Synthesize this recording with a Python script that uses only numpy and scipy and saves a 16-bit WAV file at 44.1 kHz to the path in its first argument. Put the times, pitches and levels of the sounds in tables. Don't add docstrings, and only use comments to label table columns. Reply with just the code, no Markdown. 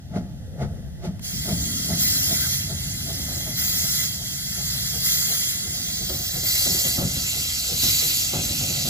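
import sys
import numpy as np
from scipy import signal
from scipy.fft import rfft, irfft, next_fast_len
from scipy.io import wavfile
from scipy.ndimage import uniform_filter1d

SR = 44100
rng = np.random.default_rng(int(sys.argv[2]) if len(sys.argv) > 2 else 0)


def inscribe(sig):
    pcm = np.round(np.clip(np.atleast_2d(sig).T, -1, 1) * 32767)
    wavfile.write(sys.argv[1], SR, pcm.astype(np.int16))


N = 392049
TIME = np.arange(N) / SR

# time_s, delay_s
LEFT_DELAY = [(1.8, 0.00011), (3.5, 0.000089), (5.4, 0.000092), (6.5, 0.00016), (7.6, 0.00017)]
# pitch_hz, likeness (0 to 1), left_minus_right_db, extra_phase_rad, opposed (0 to 1)
STEREO = [(100, .97, .8, .02, 0), (750, .92, 2, .15, 0), (1040, .45, 2, -.2, 0), (1700, .76, .3, -.3, 0),
          (2060, .76, 1, .65, 0), (2210, .45, 3, .2, .3), (2340, .96, .3, -1.7, 1),
          (2450, .999, 0, -1.6, 1), (3020, .998, 0, -1.28, 1), (3150, .4, -1.5, 0, .3),
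          (3320, .62, -1.5, -.3, .7), (3630, .96, -.6, -.85, 1), (4000, .8, -2, -.75, 0),
          (4600, .7, -4, -.55, 0), (6300, .64, -3.8, 1, 0), (7100, .74, -2.5, 2.2, 0),
          (8070, .66, 2.5, 2.2, 0), (9400, .55, 3, -.3, 0), (12500, .52, 2.6, 0, 0), (15000, .8, .4, .2, 0)]
# time_s, level_db
DRONE_LEVEL = [(0, -39), (.8, -37), (.97, -65), (1.25, -52), (1.4, -34.5), (2.8, -32), (4.45, -37),
               (4.75, -33), (5.5, -40.5), (5.9, -37), (7.2, -38.5), (7.6, -40), (7.87, -35.5), (8.15, -40),
               (8.6, -32)]
# pitch_hz, level_db
DRONE_COLOUR = [(20, -27), (32, -30), (45, -10.5), (62, -0.5), (95, 3), (122, -5), (143, 3), (170, -3),
                (200, -6.5), (260, -12), (340, -26), (500, -54), (1000, -72)]
# pitch_hz, level_db
LEAK_COLOUR = [(900, -3), (1400, -1), (2000, -0.5), (2600, 11.5), (3300, 14.5), (4200, 12.5), (7400, 10.5),
               (8500, -7), (10000, -5), (13000, 9), (15500, -29.5)]
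# time_s, level_db
ROLL_LEVEL = [(0, -58.5), (.7, -53), (1.1, -54.5), (1.7, -50), (2.6, -49), (3.4, -46.5), (4.2, -51),
              (5.6, -49.5), (6.8, -43.5), (7.5, -49.5), (8.8, -43.5)]
# pitch_hz, level_db
ROLL_COLOUR = [(150, -42), (320, 6.5), (430, -10.5), (520, 0.5), (690, 1.5), (820, -2), (1000, -20),
               (1400, -5.5), (2000, -1.5), (2500, -53), (5000, -13)]
# peak_s, half_length_s, pitch_hz, width_hz, level_db
SWELLS = [(0.638, 0.2, 505, 74, -46.5), (1.6, .06, 81, 14, -29.5), (1.804, 0.33, 217, 75, -40)]
# time_s, clank_db, thud_db
KNOCKS = [(0.826, -57, -34), (1.333, -60.5, -28.5), (3.19, -39.5, -35), (3.281, -39.5, -33),
          (3.36, -41, -32), (6.098, -32.5, -29), (6.19, -42, -42), (6.342, -44, -29.5), (6.43, -39.5, -41),
          (6.662, -31.5, -29), (6.745, -35, -39), (6.851, -33.5, -30.5), (6.979, -27.5, -23.5),
          (7.01, -29.5, -25), (7.16, -40.5, -27), (7.833, -34.5, -26.5), (8.334, -27.5, -28.5),
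          (8.36, -31.5, -26), (8.5, -37.5, -42), (8.608, -36, -29), (8.852, -32.5, -47)]
# pitch_hz, width_hz, level_db
FRAME_RINGS = [(232, 41, 8), (348, 49, 4.5), (524, 21, 1.5), (564, 24, 1), (690, 80, -0.5), (863, 30, -6.5),
               (1330, 220, -10)]
# pitch_hz, width_hz, level_db
THUD_RINGS = [(62, 40, 3), (95, 19, 20), (150, 28, 17.4), (215, 63, 4.8)]
# time_s, rush_db, boom_db, boom_delay_s, boom_hz
PUFFS = [(0.168, -30.5, -22, 0.0058, 196), (0.624, -30, -19.5, 0.014, 147), (1.057, -33.5, -24, 0.031, 159),
         (1.501, -31, -22, 0.027, 188), (1.918, -33.5, -22.5, 0.0093, 173), (2.32, -36.5, -31, 0.0069, 187),
         (2.715, -39.5, -31, 0.016, 161), (3.102, -38.5, -41, 0.012, 148), (3.487, -40.5, -34, .014, 154),
         (3.845, -45.5, -34, 0.012, 148), (4.215, -47.5, -39, 0.015, 121), (4.59, -44, -36, .014, 133),
         (4.954, -42.5, -34, 0.018, 137), (5.313, -43.5, -56, 0.012, 161), (5.67, -44, -33.5, 0.017, 148),
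         (6.02, -44.5, -30, .014, 144), (6.37, -40.5, -32, .005, 125), (6.7, -45, -33, 0.012, 149),
         (7.04, -43, -23, .014, 153), (7.38, -44, -35, 0.022, 150), (7.721, -37.5, -33, 0.016, 150),
         (8.041, -40.5, -44, 0.013, 150), (8.38, -49, -32, 0.017, 162), (8.715, -40.5, -44, 0.025, 156)]
# pitch_hz, width_hz, level_db
CHIMNEY_RINGS = [(360, 37, 4), (453, 37, 1), (559.4, 14, 0.5), (630, 28, 5.5), (688, 25, 8), (848, 26, 1),
                 (1320, 240, -11), (1970, 310, -16.5)]
# pitch_hz, width_hz, level_db
SOFT_CHIMNEY_RINGS = [(369, 45, 8), (483, 11, 13), (727, 69, 2.5), (775, 82, -11), (1320, 260, -8)]
# pitch_ratio, width_ratio, level_db
BOOM_RINGS = [(.55, 0.12, 1), (1, 0.13, 6), (1.3, 0.27, -8)]
# pitch_hz, level_db
SPRAY_COLOUR = [(900, -41), (1500, 0), (4000, 4), (7000, 2), (8500, -9), (12000, -7), (16000, -35)]
# time_s, relative_db
SPRAY_LEVEL = [(.62, -14), (1.06, -8), (1.5, -11)]
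# time_s, level_db
JET_LEVEL = [(1.26, -26.5), (1.8, -22), (2.9, -26), (3.5, -25), (4.45, -25), (4.75, -21.5), (5.9, -23.5),
             (7.3, -20), (8.89, -20)]
# start_s, stroke_s, level_db, change_db_per_s, sizzle_db, rise_s
SURGES = [(1.992, .76, -19, -5.5, 4, .013), (3.571, 0.63, -20, -1.5, 1.5, 0.017),
          (5.038, 0.63, -18, -9.5, 1.5, .015), (6.453, 0.62, -18.5, -3, 2.5, 0.031),
          (7.799, 0.58, -15, -13.5, 2.5, 0.042)]
# time_s, nearness (0 far, 1 near)
NEARNESS = [(2, 0), (5.3, 0), (6.2, 0.13), (7.6, 0.84), (8.8, 0.95)]
# pitch_hz, level_db
HISS_FAR = [(300, -19.5), (1050, -23.5), (1350, -12.5), (1800, -11), (2250, -9.5), (2600, -7.5), (2950, -5),
            (3120, -9), (3300, -3.5), (3650, -2), (4500, -1), (5350, -2.5), (5850, -2.5), (6400, 0),
            (7550, 1.5), (8100, -4), (8420, -10), (8650, -16), (8850, -10.5), (9200, -5.5), (10100, -6.5),
            (12400, -4.5), (13900, -4), (15000, 0), (16000, 2.5)]
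# pitch_hz, level_db
HISS_NEAR = [(300, -26), (1050, -24.5), (1350, -12.5), (1800, -18.5), (2400, -4.5), (2900, -4.5),
             (3300, -4.5), (3750, -.5), (4300, -1.5), (5900, -1.5), (6350, 2), (7600, .5), (8400, -10),
             (9400, -9), (10300, -7), (13700, -6), (15000, -2), (16000, 2)]
# pitch_hz, base_width_hz, far_db, near_db
HISS_PEAKS = [(2027, 85, 10, 8.5), (2760, 200, 3, 6), (3292, 105, 8, 6), (4040, 230, 4, 5),
              (4620, 200, 5.5, 6), (5090, 330, 5, 0), (5600, 190, 5.5, 0), (6200, 150, 4, -4),
              (6590, 260, 3, -0.5), (7110, 180, 2.5, 0), (10630, 300, 5, 2.5), (11400, 260, 2, 3.5),
              (12000, 270, 5.5, 0), (11960, 200, -5, 2), (13400, 330, 1, 5)]


def gain_of(db):
    return 10 ** (np.asarray(db) / 20)


def evened(x):
    return x / np.sqrt(np.mean(x ** 2) + 1e-20)


def step(t, width_s):
    return (1 + np.tanh(t / width_s)) / 2


def at_time(rows, t, column=1):
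    rows = np.array(rows)
    return np.interp(t, rows[:, 0], rows[:, column])


def at_pitch(rows, hz, column=1):
    rows = np.array(rows)
    return np.interp(np.log(hz + 1), np.log(rows[:, 0]), rows[:, column])


def grid(size):
    hop = size // 4
    return np.arange(N // hop + 2)[:, None] * hop / SR, np.fft.rfftfreq(size, 1 / SR)


def patches(t, hz, span_s, span_hz):
    noise = rng.standard_normal((len(t), len(hz)))
    for axis, spacing in enumerate([t[1, 0] / span_s, hz[1] / span_hz]):
        count = noise.shape[axis]
        padded = next_fast_len(count)
        blur = np.exp(-(np.fft.rfftfreq(padded, spacing) * 2) ** 2)
        blurred = rfft(noise, padded, axis=axis) * np.expand_dims(blur, 1 - axis)
        noise = irfft(blurred, padded, axis=axis).take(range(count), axis)
    return evened(noise)


def stereo_noise(t, hz, colour, spread=0.33):
    a, b, c, d = rng.standard_normal((4, len(t), len(hz)), dtype=np.float32)
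    likeness, balance_db, extra_phase, opposed = (at_pitch(STEREO, hz, i) for i in (1, 2, 3, 4))
    likeness = np.clip(likeness * (1 - spread * opposed), 0, 1)
    lean = gain_of(balance_db / 2)
    phase = (1 - opposed) * (extra_phase - 2 * np.pi * hz * at_time(LEFT_DELAY, t)) - opposed * np.pi
    left = a + 1j * b
    right = (likeness * left + np.sqrt(1 - likeness ** 2) * (c + 1j * d)) * np.exp(-1j * phase)
    pair = np.array([left * lean, right / lean]) * colour / np.hypot(lean, 1 / lean)
    size = 2 * (len(hz) - 1)
    _, sound = signal.istft(pair.swapaxes(1, 2), nperseg=size, noverlap=size * 3 // 4)
    return evened(sound[:, :N])


def ringing(rings, pitch=((0, 1),)):
    t, hz = grid(size=2048)
    scaled = hz / at_time(pitch, t)
    power = sum(gain_of(db) ** 2 / (1 + ((scaled - f) / width) ** 2) ** 2 for f, width, db in rings)
    bass_cut = scaled / np.hypot(scaled, rings[0][0] / 2)
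    return stereo_noise(t, hz, np.sqrt(power) * bass_cut)


def steadied(x, span_s):
    power = uniform_filter1d((x ** 2).mean(0), int(span_s * SR) + 1)
    return x / np.sqrt(abs(power) + 0.098)


def bursts(times, levels_db, rise_s, fall_s, tail_db, tail_s):
    t, power = TIME[::32], 0
    tail = gain_of(tail_db)
    for peak_s, db in zip(times, levels_db):
        before, after = np.maximum(peak_s - t, 0), np.maximum(t - peak_s, 0)
        fall = np.exp(-(after / fall_s) ** 2) + tail * np.exp(-after / tail_s)
        power += (gain_of(db) * np.exp(-before / rise_s) * fall / (1 + tail)) ** 2
    return np.interp(TIME, t, np.sqrt(power))


def breeze(band_hz=(40, 130), calm_db=-48, gust_db=-40, gust_s=1.0, gust_width_s=0.82):
    force = gain_of(calm_db) + gain_of(gust_db) * np.exp(-((TIME - gust_s) / gust_width_s) ** 2)
    low_band = signal.butter(2, band_hz, "bandpass", fs=SR, output="sos")
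    return force * evened(signal.sosfilt(low_band, rng.standard_normal((2, N))))


def boiler_drone(lumpy_db=2.5):
    t, hz = grid(size=4096)
    colour = gain_of(at_pitch(DRONE_COLOUR, hz) + lumpy_db * patches(t, hz, span_s=0.41, span_hz=79))
    return gain_of(at_time(DRONE_LEVEL, TIME)) * steadied(stereo_noise(t, hz, colour), span_s=0.066)


def steam_leak(level_db=-56.5):
    t, hz = grid(size=512)
    return gain_of(level_db) * stereo_noise(t, hz, gain_of(at_pitch(LEAK_COLOUR, hz)))


def brief_swells():
    return sum(gain_of(db) * np.exp(-((TIME - peak_s) / half_s) ** 2) * ringing([(hz, width, 0)])
               for peak_s, half_s, hz, width, db in SWELLS)


def squeak(start_s=2.405, length_s=0.072, base_hz=1293, bend_hz=283, level_db=-35.5,
           roughness=0.43, rough_s=0.0032):
    arch = np.sin(np.pi * np.clip((TIME - start_s) / length_s, 0, 1))
    hz = base_hz + bend_hz * arch
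    wobble = uniform_filter1d(rng.standard_normal((2, N)), int(rough_s * SR) + 1)
    flutter, jitter = roughness * evened(wobble)
    phase = 2 * np.pi * np.cumsum(hz) / SR + jitter
    lag = 2 * np.pi * hz * at_time(LEFT_DELAY, TIME)
    return gain_of(level_db) * np.sqrt(abs(arch)) * (1 + flutter) * np.sin([phase - lag, phase])


def rolling_wheels(uneven_db=3.0, smooth_above_hz=1100):
    t, hz = grid(size=1024)
    depth_db = uneven_db / np.hypot(1, (hz / smooth_above_hz) ** 2)
    colour = gain_of(at_pitch(ROLL_COLOUR, hz) + depth_db * patches(t, hz, span_s=0.031, span_hz=285))
    return gain_of(at_time(ROLL_LEVEL, TIME)) * stereo_noise(t, hz, colour)


def wheel_knocks(clank_delay_s=0.0033, thud_delay_s=0.015):
    times, clank_db, thud_db = np.transpose(KNOCKS)
    clank = bursts(times + clank_delay_s, clank_db, rise_s=0.0053, fall_s=0.014, tail_db=22, tail_s=0.052)
    thud = bursts(times + thud_delay_s, thud_db, rise_s=0.013, fall_s=0.0095, tail_db=-1, tail_s=0.12)
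    frame_ring = steadied(ringing(FRAME_RINGS), span_s=0.036)
    thud_ring = steadied(ringing(THUD_RINGS), span_s=0.039)
    return clank * frame_ring + thud * thud_ring


def chimney_puffs(lead_s=0.0056, soften_s=5.05):
    times, rush_db, boom_db, boom_delay_s, boom_hz = np.transpose(PUFFS)
    rush = bursts(times - lead_s, rush_db, rise_s=0.022, fall_s=0.031, tail_db=-11, tail_s=0.13)
    boom = bursts(times + boom_delay_s, boom_db, rise_s=0.031, fall_s=0.02, tail_db=-3, tail_s=0.14)
    soft = step(TIME - soften_s, width_s=0.45)
    chimney = np.sqrt(1 - soft) * ringing(CHIMNEY_RINGS) + np.sqrt(soft) * ringing(SOFT_CHIMNEY_RINGS)
    t, hz = grid(size=512)
    spray = gain_of(at_time(SPRAY_LEVEL, TIME)) * stereo_noise(t, hz, gain_of(at_pitch(SPRAY_COLOUR, hz)))
    boom_ring = steadied(ringing(BOOM_RINGS, pitch=np.c_[times, boom_hz]), span_s=0.035)
    return rush * (steadied(chimney, span_s=0.053) + spray) + boom * boom_ring


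def opening_spit(time_s=1.194, level_db=-39, dull_above_hz=6000):
    t, hz = grid(size=512)
    spit = bursts([time_s], [level_db], rise_s=0.00055, fall_s=0.0049, tail_db=-7.5, tail_s=0.005)
    return spit * stereo_noise(t, hz, 1 / np.hypot(1, hz / dull_above_hz))


def steam_jet(t, open_s=1.197, opening_s=0.052, push_share=0.815, snap_db=4.5, snap_s=0.097,
              lull_depth=0.13, lull_s=0.045, lull_sizzle_db=-2):
    surge, lull, sizzle_db = 0, 0, 0
    for start_s, stroke_s, db, change_db_per_s, extra_db, rise_s in SURGES:
        age_s = np.maximum(t - start_s, 0)
        pushing = step(t - start_s, rise_s) * step(start_s + push_share * stroke_s - t, width_s=0.045)
        surge += pushing * gain_of(db + change_db_per_s * age_s)
        sizzle_db += pushing * (extra_db + snap_db * np.exp(-age_s / snap_s))
        lull += np.exp(-((t - start_s - stroke_s) / lull_s) ** 2)
    opened = np.clip((t - open_s) / opening_s, 0, 1) ** 2
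    steady = opened * gain_of(at_time(JET_LEVEL, t)) * (1 - lull_depth * lull)
    return np.hypot(steady, surge), sizzle_db + lull_sizzle_db * lull


def drain_cocks(patchy_db=1.5, flutter_db=0.4, drift_db=1.0, sharpness=1.55, near_spread=0.31):
    t, hz = grid(size=1024)
    near = np.clip(at_time(NEARNESS, t), 0, 1)
    strength, sizzle_db = steam_jet(t)
    colour_db = (1 - near) * at_pitch(HISS_FAR, hz) + near * at_pitch(HISS_NEAR, hz)
    for pitch_hz, base_width_hz, far_db, near_db in HISS_PEAKS:
        peak = np.exp(-(sharpness * (hz - pitch_hz) / base_width_hz) ** 2)
        colour_db += ((1 - near) * far_db + near * near_db) * peak
    colour_db += sizzle_db * np.clip((hz - 9000) / 5000, 0, 1)
    colour_db += patchy_db * patches(t, hz, span_s=0.027, span_hz=560)
    colour_db += flutter_db * patches(t, hz, span_s=0.0029, span_hz=9200)
    colour_db += drift_db * patches(t, hz, span_s=0.13, span_hz=103)
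    hiss = stereo_noise(t, hz, gain_of(colour_db), spread=near_spread * np.maximum(2 * near - 1, 0))
    return np.interp(TIME, t[:, 0], strength[:, 0]) * hiss


def scene():
    mix = chimney_puffs() + brief_swells() + wheel_knocks() + drain_cocks() + steam_leak()
    return mix + boiler_drone() + rolling_wheels() + breeze() + squeak() + opening_spit()


def record(dry):
    top_hz = 15500
    low_pass = signal.firwin(801, top_hz, window=("kaiser", 9), fs=SR)
    return signal.oaconvolve(dry, low_pass[None], "same")


dry = scene()
out = record(dry)
inscribe(out)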